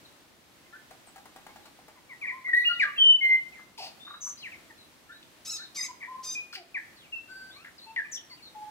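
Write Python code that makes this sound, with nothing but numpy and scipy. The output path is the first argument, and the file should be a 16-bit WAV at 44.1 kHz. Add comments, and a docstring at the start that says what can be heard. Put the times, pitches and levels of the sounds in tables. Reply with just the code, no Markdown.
"""A faint, steady rush of forest air and leaves comes first. A bellbird clucks softly, then sings pure
bell notes, sliding whistles, squeals and coughs, with twitter, rasps and bill snaps in between. Its
voice box makes the tones; puffs of air in its throat make the clucks and coughs. The song comes from the
left, and three nasal calls, rich in overtones, come from nearer the middle. Trunks and leaves scatter
every note into a short echo."""
import sys
import numpy as np
from scipy import signal
from scipy.fft import rfft, irfft, next_fast_len
from scipy.io import wavfile
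from scipy.ndimage import map_coordinates

SR = 44100
rng = np.random.default_rng(int(sys.argv[2]) if len(sys.argv) > 2 else 0)


def master_out(mix):
    """Clip the mix to full scale and print it as 16-bit PCM to the path in sys.argv[1]."""
    frames = np.transpose(np.atleast_2d(mix))
    ceiling = np.clip(frames, -1, 1)
    pcm = np.round(ceiling * 32767).astype(np.int16)
    wavfile.write(sys.argv[1], SR, pcm)


N = 383669

# The tone of the forest rush. Each row: frequency in Hz, relative level in dB.
FOREST_COLOUR = [(15, -50), (25, -21), (64, -8.5), (110, -7), (333, -3), (413, -10), (460, -8.5),
                 (670, -8.5), (1550, -11.5), (2190, -12), (2380, -12.5), (4190, -14.5), (4800, -16.5),
                 (8220, -20.5), (15700, -25)]
# How alike the rush is left and right. Each row: frequency in Hz, likeness from 0 to 1.
FOREST_LIKENESS = [(40, 0.6), (120, 0.39), (400, 0.6763), (1000, 0.15), (3000, 0.086), (12000, 0.036)]
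# The echo from the leaves. Each row: frequency in Hz, seconds it takes to fade by 60 dB.
LEAF_FADE = [(300, 0.8), (1000, 0.60615), (2500, 0.51962), (6000, 0.38924), (14000, 0.23263)]
# Echoes from ground, posts and trunks. Each row: delay in seconds, relative level in dB,
# seconds by which the left side hears it first.
TRUNK_ECHOES = [ (.0043, -11.5, .00012), (.0078, -9.5, .00002), (0.0142, -12, .00015),
                (.0177, -18.5, -.00008), (0.022, -11, .00010), (0.0256, -11, .00014),
                (0.0332, -17, -.00003), (0.0389, -18.5, .00012), (.0462, -20.5, .00005),
                (.0555, -21.5, -.00011), (.0668, -22, .00013)]
# Bouts of twitter. Each row: start in seconds, length in seconds, level in dB.
TWITTER_BOUTS = [(0.046, 0.02228, -54.5), (1.62, 0.055, -66), (2.537, 0.23, -51.5), (4.368, 0.0619, -52),
                 (4.775, 0.06657, -58.5), (5.115, 0.0628, -57), (5.541, 0.11815, -47),
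                 (7.811, 0.04354, -51.5), (8.296, 0.0479, -50), (8.42, 0.067, -51.5)]
# Nasal calls. Each row: start in seconds, length in seconds, pitch in Hz, level in dB,
# time of the upward flick in seconds, its height as a share of the pitch.
NASAL_NOTES = [(5.447, 0.12862, 1300, -36, 5.512, .11), (5.745, 0.12995, 1252, -35.5, 5.857, 0.062),
               (6.228, .128, 1242, -37.5, 6.340, 0.016)]
# How the beak shapes a nasal call. Each row: frequency in Hz, relative level in dB.
BEAK_COLOUR = [(1200, -20), (2500, -15.5), (3800, -6), (5100, 3.5), (6300, 3.5), (7600, -6), (9000, -13.5),
               (11500, -16), (15500, -29)]
# Clucks. Each row: start in seconds, relative level in dB.
CLUCK_PUFFS = [(0.908, -38.5), (1.072, -44.5), (1.159, -37.5), (1.179, -42), (1.255, -39), (1.361, -36.5),
               (1.465, -37), (1.559, -38.5), (1.655, -39), (1.789, -47), (1.881, -40.5)]
# How the throat shapes a cluck. 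Each row: frequency in Hz, relative level in dB.
THROAT_COLOUR = [(150, -21), (550, -14), (800, 0.5), (960, -9), (1200, -11.5), (1650, -12), (2600, -20),
                 (6000, -25.5), (15000, -27.5)]
# Rasps, clicks and bill snaps. Each row: start in seconds, length in seconds,
# ringing frequency in Hz, level in dB.
RASPS_AND_SNAPS = [ (2.541, .086, 11800, -55.5), (2.808, 0.04343, 3930, -46), (3.592, 0.01098, 1260, -50),
                   (3.80, 0.09209, 740.2, -47), (4.068, .019, 1253, -49), (4.103, 0.014106, 1284, -45),
                   (4.140, 0.01921, 1294, -46.5), (4.257, 0.04253, 1165, -53),
                   (5.228, 0.005206, 3200, -50.5), (6.530, 0.005467, 1416, -41),
                   (6.553, 0.008122, 2300, -39), (7.645, 0.007798, 1762, -41.5), (7.657, .045, 1761, -51.5),
                   (7.9612, 0.003, 2101, -37)]
# Coughs. Each row: start in seconds, length in seconds, relative level in dB.
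COUGH_NOTES = [(3.776, 0.12382, -44.5), (6.526, .044, -42.5)]
# Where the gullet rings in a cough. Each row: frequency in Hz, width in Hz, gain in dB.
GULLET_RINGS = [(2712.9, 1100, -5.5), (4607.7, 1259, -1), (9510, 15000, -13)]
# Two-voice chirps. Each row: start in seconds, level of the rising voice in dB.
CHIRP_NOTES = [(.725, -50), (5.09, -50.5), (5.585, -52)]
# Squeals. Each row: start in seconds, length in seconds, first pitch in Hz, held pitch in Hz,
# level in dB.
SQUEAL_NOTES = [(4.206, 0.10933, 6320, 5957, -39), (8.113, 0.05451, 7686, 5570, -38)]
# Sliding whistles. Each row: start in seconds, length in seconds, first pitch in Hz, last pitch in Hz,
# level in dB, fade-in in seconds.
SLIDE_NOTES = [ (0.655, 0.016, 2156, 2105, -55.5, 0.029), (1.065, .032, 8991, 7614, -59.5, .006),
               (1.487, 0.024, 2022, 2214, -59, 0.013), (1.953, 0.04148, 2301, 1881, -66.5, 0.01076),
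               (2.089, 0.05164, 2391, 1882, -46.5, 0.02288), (2.211, 0.05146, 2606, 1841, -35, 0.02542),
               (2.267, 0.04725, 2550, 1897, -33, 0.01515), (2.474, 0.02424, 1021, 1575, -55, 0.00581),
               (2.637, 0.02986, 2294, 2760, -38, 0.00935), (2.795, 0.04753, 2612, 1545, -22.5, 0.00847),
               (2.841, 0.0545, 1254, 1156, -41.5, 0.004337), (2.959, 0.02971, 2711, 2697, -42.5, 0.012),
               (3.522, .075, 2779, 1598, -57, 0.0057), (3.782, 0.0298, 968.8, 745.6, -46, 0.003482),
               (3.997, 0.16684, 3509, 3860, -50, 0.01694), (4.418, 0.06207, 3452, 1728, -41.5, 0.03055),
               (4.517, 0.03242, 2700, 2031, -46, 0.003333), (4.691, 0.02533, 2222, 1721, -49.5, 0.02865),
               (5.76, 0.05304, 2446, 1896, -40.5, 0.027), (5.828, 0.0338, 2478, 1977, -43, 0.00436),
               (6.001, .036, 2499, 1760, -44, 0.02366), (6.025, 0.02914, 2533, 1770, -40, 0.0056),
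               (6.563, 0.06335, 796.5, 672.9, -54, 0.01297), (6.743, 0.037757, 2599, 1690, -32.5, 0.00825),
               (6.957, .12, 4867, 2216, -60, .014), (7.504, .08, 3297, 4354, -54, 0.0097),
               (7.525, 0.10955, 1893, 2740, -59.5, 0.0422), (7.78, 0.02212, 5293, 3553, -51, 0.004434),
               (7.9637, .040, 2062, 1687, -29, 0.001036), (8.044, 0.01976, 2526, 2359, -48, 0.01033),
               (8.162, 0.02242, 3846, 2932, -44.5, 0.002888), (8.299, 0.045418, 2274, 1932, -57.5, 0.01283),
               (8.369, 0.0457, 3265, 2190, -62, 0.00827)]
# Bell notes. Each row: start in seconds, length in seconds, first pitch in Hz, held pitch in Hz,
# level halfway in dB, swell over the note in dB, reediness from 0 to 1.
BELL_NOTES = [ (2.315, 0.06278, 992.7, 1055, -44, 2.5, 0.04), (2.443, 0.03628, 2053, 2176, -37, 9.5, 0),
              (2.457, 0.04538, 1985, 1945, -27.5, 16, 0), (2.531, 0.027334, 1865, 1901, -19.5, -3, 0),
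              (2.562, .032, 1933, 1964, -17, -1, 0), (2.592, 0.04, 1935, 1981, -28, 4, 0.01),
              (2.649, .100, 2847, 2884, -27.5, -24, 0), (2.685, 0.04001, 1476, 1353, -33.5, 10.5, 0.01),
              (2.976, .158, 3250, 3003, -17, 2.5, 0), (3.208, 0.15908, 2154, 2079, -22, -3.5, 0),
              (5.883, 0.03499, 987.2, 1025, -43, 8, 0.04), (6.073, 0.13115, 993.8, 1041, -41, -3.5, 0.01),
              (6.348, 0.07885, 2466, 2448, -37, -19, 0), (7.121, 0.10383, 2801, 2670, -41.5, -21, 0),
              (7.278, 0.23678, 1489, 1545, -49.5, -1.5, 0.27), (7.859, 0.06249, 867, 901, -52.5, -3, 0.6),
              (8.546, 0.15244, 851.8, 847.3, -44.5, -5, 0)]
# Overtones of a bell note. Each row: frequency in Hz, level in dB compared with the note.
BELL_OVERTONES = [(2000, -37), (4200, -37.5), (6100, -46.5), (8500, -60), (10500, -42), (12500, -37.5),
                  (15200, -53)]

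AIR_HZ, AIR_WIDTH_HZ, AIR_DB = 11700, 15000, -51  # breath hiss, far below its whistle or bell note


def amp(db):
    """Turn decibels into a gain."""
    return 10 ** (np.asarray(db) / 20)


def unit(x):
    """Scale a sound to an average (rms) strength of 1."""
    return x / np.sqrt(np.mean(x ** 2) + 1e-20)


def along(points, hz):
    """Read between the rows of a (frequency, value) table, on a log frequency scale."""
    f, v = np.transpose(points)
    return np.interp(np.log(hz + 1), np.log(f + 1), v)


def filtered(x, response):
    """Give each frequency f in a sound the gain response(f)."""
    n = x.shape[-1]
    padded = next_fast_len(n + 8192)
    return irfft(rfft(x, padded) * response(np.fft.rfftfreq(padded, 1 / SR)), padded)[..., :n]


def wobble(t, rate):
    """A smooth curve through `rate` random values a second."""
    return map_coordinates(rng.standard_normal(size=256), [t * rate], mode="mirror")


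def clock(length):
    """The time of each sample in a short sound, in seconds."""
    return np.arange(int(max(length, .004) * SR)) / SR


def gate(t, attack, release):
    """Fade in over `attack` seconds and out over `release` seconds."""
    opening = np.sin(np.pi / 2 * np.clip(t / attack, 0, 1))
    closing = np.sin(np.pi / 2 * np.clip((t[-1] - t) / release, 0, 1))
    return opening * closing


def phase_of(hz):
    """How far a wave of changing pitch has turned, in radians."""
    return 2 * np.pi * np.cumsum(hz) / SR


def add(track, start, sound):
    """Mix a sound into the track at `start` seconds."""
    part = track[int(start * SR):][:len(sound)]
    part += sound[:len(part)]


def burst(t, hz, width_hz, flutter_db=3):
    """A burst of fluttering noise that rings around one frequency."""
    noise = rng.standard_normal(size=16384)[:len(t)] * amp(flutter_db * wobble(t, 300))
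    ringing = filtered(noise, lambda f: (1 / (1 + 1j * (f * f - hz * hz) / (f * width_hz + 1))) ** 2)
    return unit(ringing) * gate(t, 0.023 * t[-1], 0.41 * t[-1])


def whistle(t, hz, db, attack, waver=0.0095, second_db=-27, fall_db=-6, full_db=-20):
    """One whistle: the voice box trembles, and louder notes grow stronger overtones."""
    phase = phase_of(hz * (1 + waver * wobble(t, 250)))
    k = np.arange(2, 8)[:, None]  # overtones lie at 2 to 7 times the pitch
    sizes = amp(second_db + fall_db * (k - 2) + db - full_db) * (k * hz < SR / 2)
    overtones = np.sum(sizes * np.sin(k * phase), axis=0)
    breath = amp(AIR_DB) * burst(t, AIR_HZ, AIR_WIDTH_HZ)
    return np.sqrt(2) * amp(db) * gate(t, attack, 0.0034) * (np.sin(phase) + overtones + breath)


def forest(level_db=-57.0, sway_db=1.0961, left_db=0.3069):
    """Distant air and leaves rush faintly: the lows are alike on both sides, the highs spread wide."""
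    def colour(f):
        spread = np.arccos(np.clip(along(FOREST_LIKENESS, f), -1, 1)) / 2
        return amp(along(FOREST_COLOUR, f)) * [np.cos(spread), np.sin(spread)]
    mid, side = filtered(rng.standard_normal((2, N)), colour)
    sway = sway_db * wobble(np.arange(N) / SR, 5.3)
    return amp(level_db + sway) * unit(np.array([(mid + side) * amp(left_db), mid - side]))


def bush(x, lead_s, left_db, trunks_db, leaves_db, build_s=0.0067, bark_hz=9000):
    """A sound arrives first and louder on the left; trunks and leaves answer from all sides."""
    t = clock(.9)
    hz, times, noise = signal.stft(rng.standard_normal((2, len(t))), SR, nperseg=256)
    fade = amp(-60 * times / along(LEAF_FADE, hz)[:, None])
    leaves = signal.istft(noise * fade, SR, nperseg=256)[1][:, :len(t)]
    leaves = unit(leaves * (1 - np.exp(-t / build_s))) / np.sqrt(len(t))
    sides = np.array([[1], [-1]])  # left, right
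    f = np.fft.rfftfreq(len(t), 1 / SR)
    # each trunk returns one copy, dulled a little by its bark
    copies = sum(amp(db) * np.exp(-2j * np.pi * f * (delay - sides * early / 2))
                 for delay, db, early in TRUNK_ECHOES)
    trunks = irfft(copies / (1 + 1j * f / bark_hz), len(t))
    echo = signal.fftconvolve(x[None], amp(trunks_db) * trunks + amp(leaves_db) * leaves, axes=1)
    direct = filtered(x, lambda f: np.exp(1j * np.pi * f * lead_s * sides)) * amp(sides * left_db / 2)
    return direct + echo[:, :N]


def twitter(centre_hz=4100, wander=0.082, scratch=0.012):
    """A thin, scratchy whistle wanders up and down at random."""
    out = np.zeros(N)
    for start, length, db in TWITTER_BOUTS:
        t = clock(length)
        hz = centre_hz * np.exp(wander * wobble(t, 60) + scratch * wobble(t, 900))
        add(out, start, whistle(t, hz, db, attack=.012))
    return out


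def nasal_calls(slack=0.38, slack_db=-15, sag=.014, flick_s=0.01, waver=0.0076,
                flicker_db=4.0, hiss_db=-24, hoarse_db=-5):
    """The beak shapes a stack of overtones. Pitch and level follow the effort; the start is hoarse."""
    out = np.zeros(N)
    for start, length, hz, db, flick_at, flick_height in NASAL_NOTES:
        t = clock(length)
        relaxed = np.exp(-(t / .014) ** 2) + np.exp((t - t[-1]) / 0.0063)  # little effort at both ends
        hoarse = np.exp(-(t / 0.023) ** 2)
        flick = flick_height * np.exp(-((start + t - flick_at) / flick_s) ** 2)
        pitch = hz * (1 - slack * relaxed + sag * np.cos(2 * np.pi * t / length) + flick)
        jitter = 0.0035 + 0.069 * hoarse
        pitch *= 1 + waver * wobble(t, 260) + jitter * wobble(t, 1500)
        phase = phase_of(pitch)
        voice = sum(amp(along(BEAK_COLOUR, k * pitch) + flicker_db * wobble(t, 115.53))
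                    * np.sin(k * phase) for k in range(1, 13))
        hiss = unit(filtered(rng.standard_normal(len(t)), lambda f: amp(along(BEAK_COLOUR, f) / 2)))
        swell = amp(db + slack_db * relaxed) * gate(t, 0.0054, 0.0019)
        add(out, start, swell * (unit(voice) + (amp(hiss_db) + amp(hoarse_db) * hoarse) * hiss))
    return out


def clucks(fade_s=0.07109, gain_db=-5):
    """Soft, dry clucks: short puffs that die away in the hollow of the throat."""
    out, t = np.zeros(N), clock(0.13)
    for start, db in CLUCK_PUFFS:
        air = rng.standard_normal(size=8192)[:len(t)]
        puff = unit(filtered(air, lambda f: amp(along(THROAT_COLOUR, f))))
        add(out, start, amp(db + gain_db - 60 * t / fade_s) * gate(t, 0.0018, .01) * puff)
    return out


def rasps_and_snaps(sharpness=2.8):
    """Short rasps, sharp clicks and bill snaps, each ringing around one frequency."""
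    out = np.zeros(N)
    for start, length, hz, db in RASPS_AND_SNAPS:
        add(out, start, amp(db) * burst(clock(length), hz, hz / sharpness))
    return out


def coughs():
    """Harsh puffs make the gullet ring at all its frequencies together."""
    out = np.zeros(N)
    for start, length, db in COUGH_NOTES:
        for hz, width_hz, gain_db in GULLET_RINGS:
            add(out, start, amp(db + gain_db) * burst(clock(length), hz, width_hz))
    return out


def chirps(low_hz=1300, high_hz=1630, held_hz=1745, held_db=1.5, attack=0.01459, full_db=-38):
    """Both sides of the voice box sound at once: one holds its note, the other rises towards it."""
    out, t = np.zeros(N), clock(.043)
    for start, db in CHIRP_NOTES:
        add(out, start, whistle(t, np.linspace(low_hz, high_hz, len(t)), db, attack, full_db=full_db))
        add(out, start, whistle(t, held_hz, db + held_db, attack, full_db=full_db))
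    return out


def squeals(settle_s=0.0099, jerk=.028, hiss_hz=6900, width_hz=1300, hiss_db=-8, octave_db=-15):
    """High, strained whistles: the pitch drops onto its note, jerks about and breaks into hiss."""
    out = np.zeros(N)
    for start, length, first_hz, held_hz, db in SQUEAL_NOTES:
        t = clock(length)
        hz = held_hz + (first_hz - held_hz) * np.exp(-t / settle_s)
        hz *= 1 + jerk * wobble(t, 700) ** 2
        hiss = amp(hiss_db) * burst(t, hiss_hz, width_hz)
        hiss += amp(octave_db) * burst(t, 2 * held_hz, 2 * width_hz)
        add(out, start, whistle(t, hz, db, attack=0.0212) + amp(db) * gate(t, length, 0.0039) * hiss)
    return out


def sliding_whistles(ease=.4, hum_db=-61, hum_below_hz=2700):
    """Quick whistles, mostly falling, that slide fastest at first and then ease off."""
    out = np.zeros(N)
    for start, length, first_hz, last_hz, db, attack in SLIDE_NOTES:
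        t = clock(length)
        progress = t / t[-1]
        hz = first_hz + (last_hz - first_hz) * (progress + ease * progress * (1 - progress))
        # the other side of the voice box hums an octave under the lower whistles
        hum = whistle(t, hz / 2, hum_db, attack) * (first_hz < hum_below_hz)
        add(out, start, whistle(t, hz, db, attack) + hum)
    return out


def bells(settle_s=0.03, waver=0.006136, flutter_db=2, attack=0.031, shimmer_db=3):
    """Nearly pure tones slide onto their pitch and hold it while the air pressure flutters."""
    out = np.zeros(N)
    for start, length, first_hz, held_hz, level_db, swell_db, reediness in BELL_NOTES:
        t = clock(length)
        hz = held_hz + (first_hz - held_hz) * np.exp(-t / settle_s)
        phase = phase_of(hz * (1 + waver * wobble(t, 67.706)))
        tone = np.sin(phase) + reediness * (np.sin(3 * phase) + np.sin(5 * phase) / 4)
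        tone += amp(AIR_DB) * burst(t, AIR_HZ, AIR_WIDTH_HZ)
        for k in range(2, 8):
            overtone_db = along(BELL_OVERTONES, k * held_hz) + shimmer_db * wobble(t, 60)
            tone += amp(overtone_db) * np.sin(k * phase)
        db = level_db + swell_db * (t / length - .5) + flutter_db * wobble(t, 62.336)
        add(out, start, np.sqrt(2) * amp(db) * gate(t, min(attack, 0.3 * length), 0.0089) * tone)
    return out


def scene():
    """The song from the left, the nasal calls nearer the middle, the forest all round."""
    bird = bells() + sliding_whistles() + chirps() + twitter() + squeals()
    bird += coughs() + rasps_and_snaps() + clucks()
    song = bush(bird, lead_s=0.00012175, left_db=3.0, trunks_db=0.0425, leaves_db=-11)
    calls = bush(nasal_calls(), lead_s=.00002, left_db=2.0, trunks_db=-2, leaves_db=-12)
    return song + calls + forest()


def record(dry):
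    """Cut away the very highest treble, from 15800 Hz up."""
    return filtered(dry, lambda hz: hz < 15800)


dry = scene()
out = record(dry)
master_out(out)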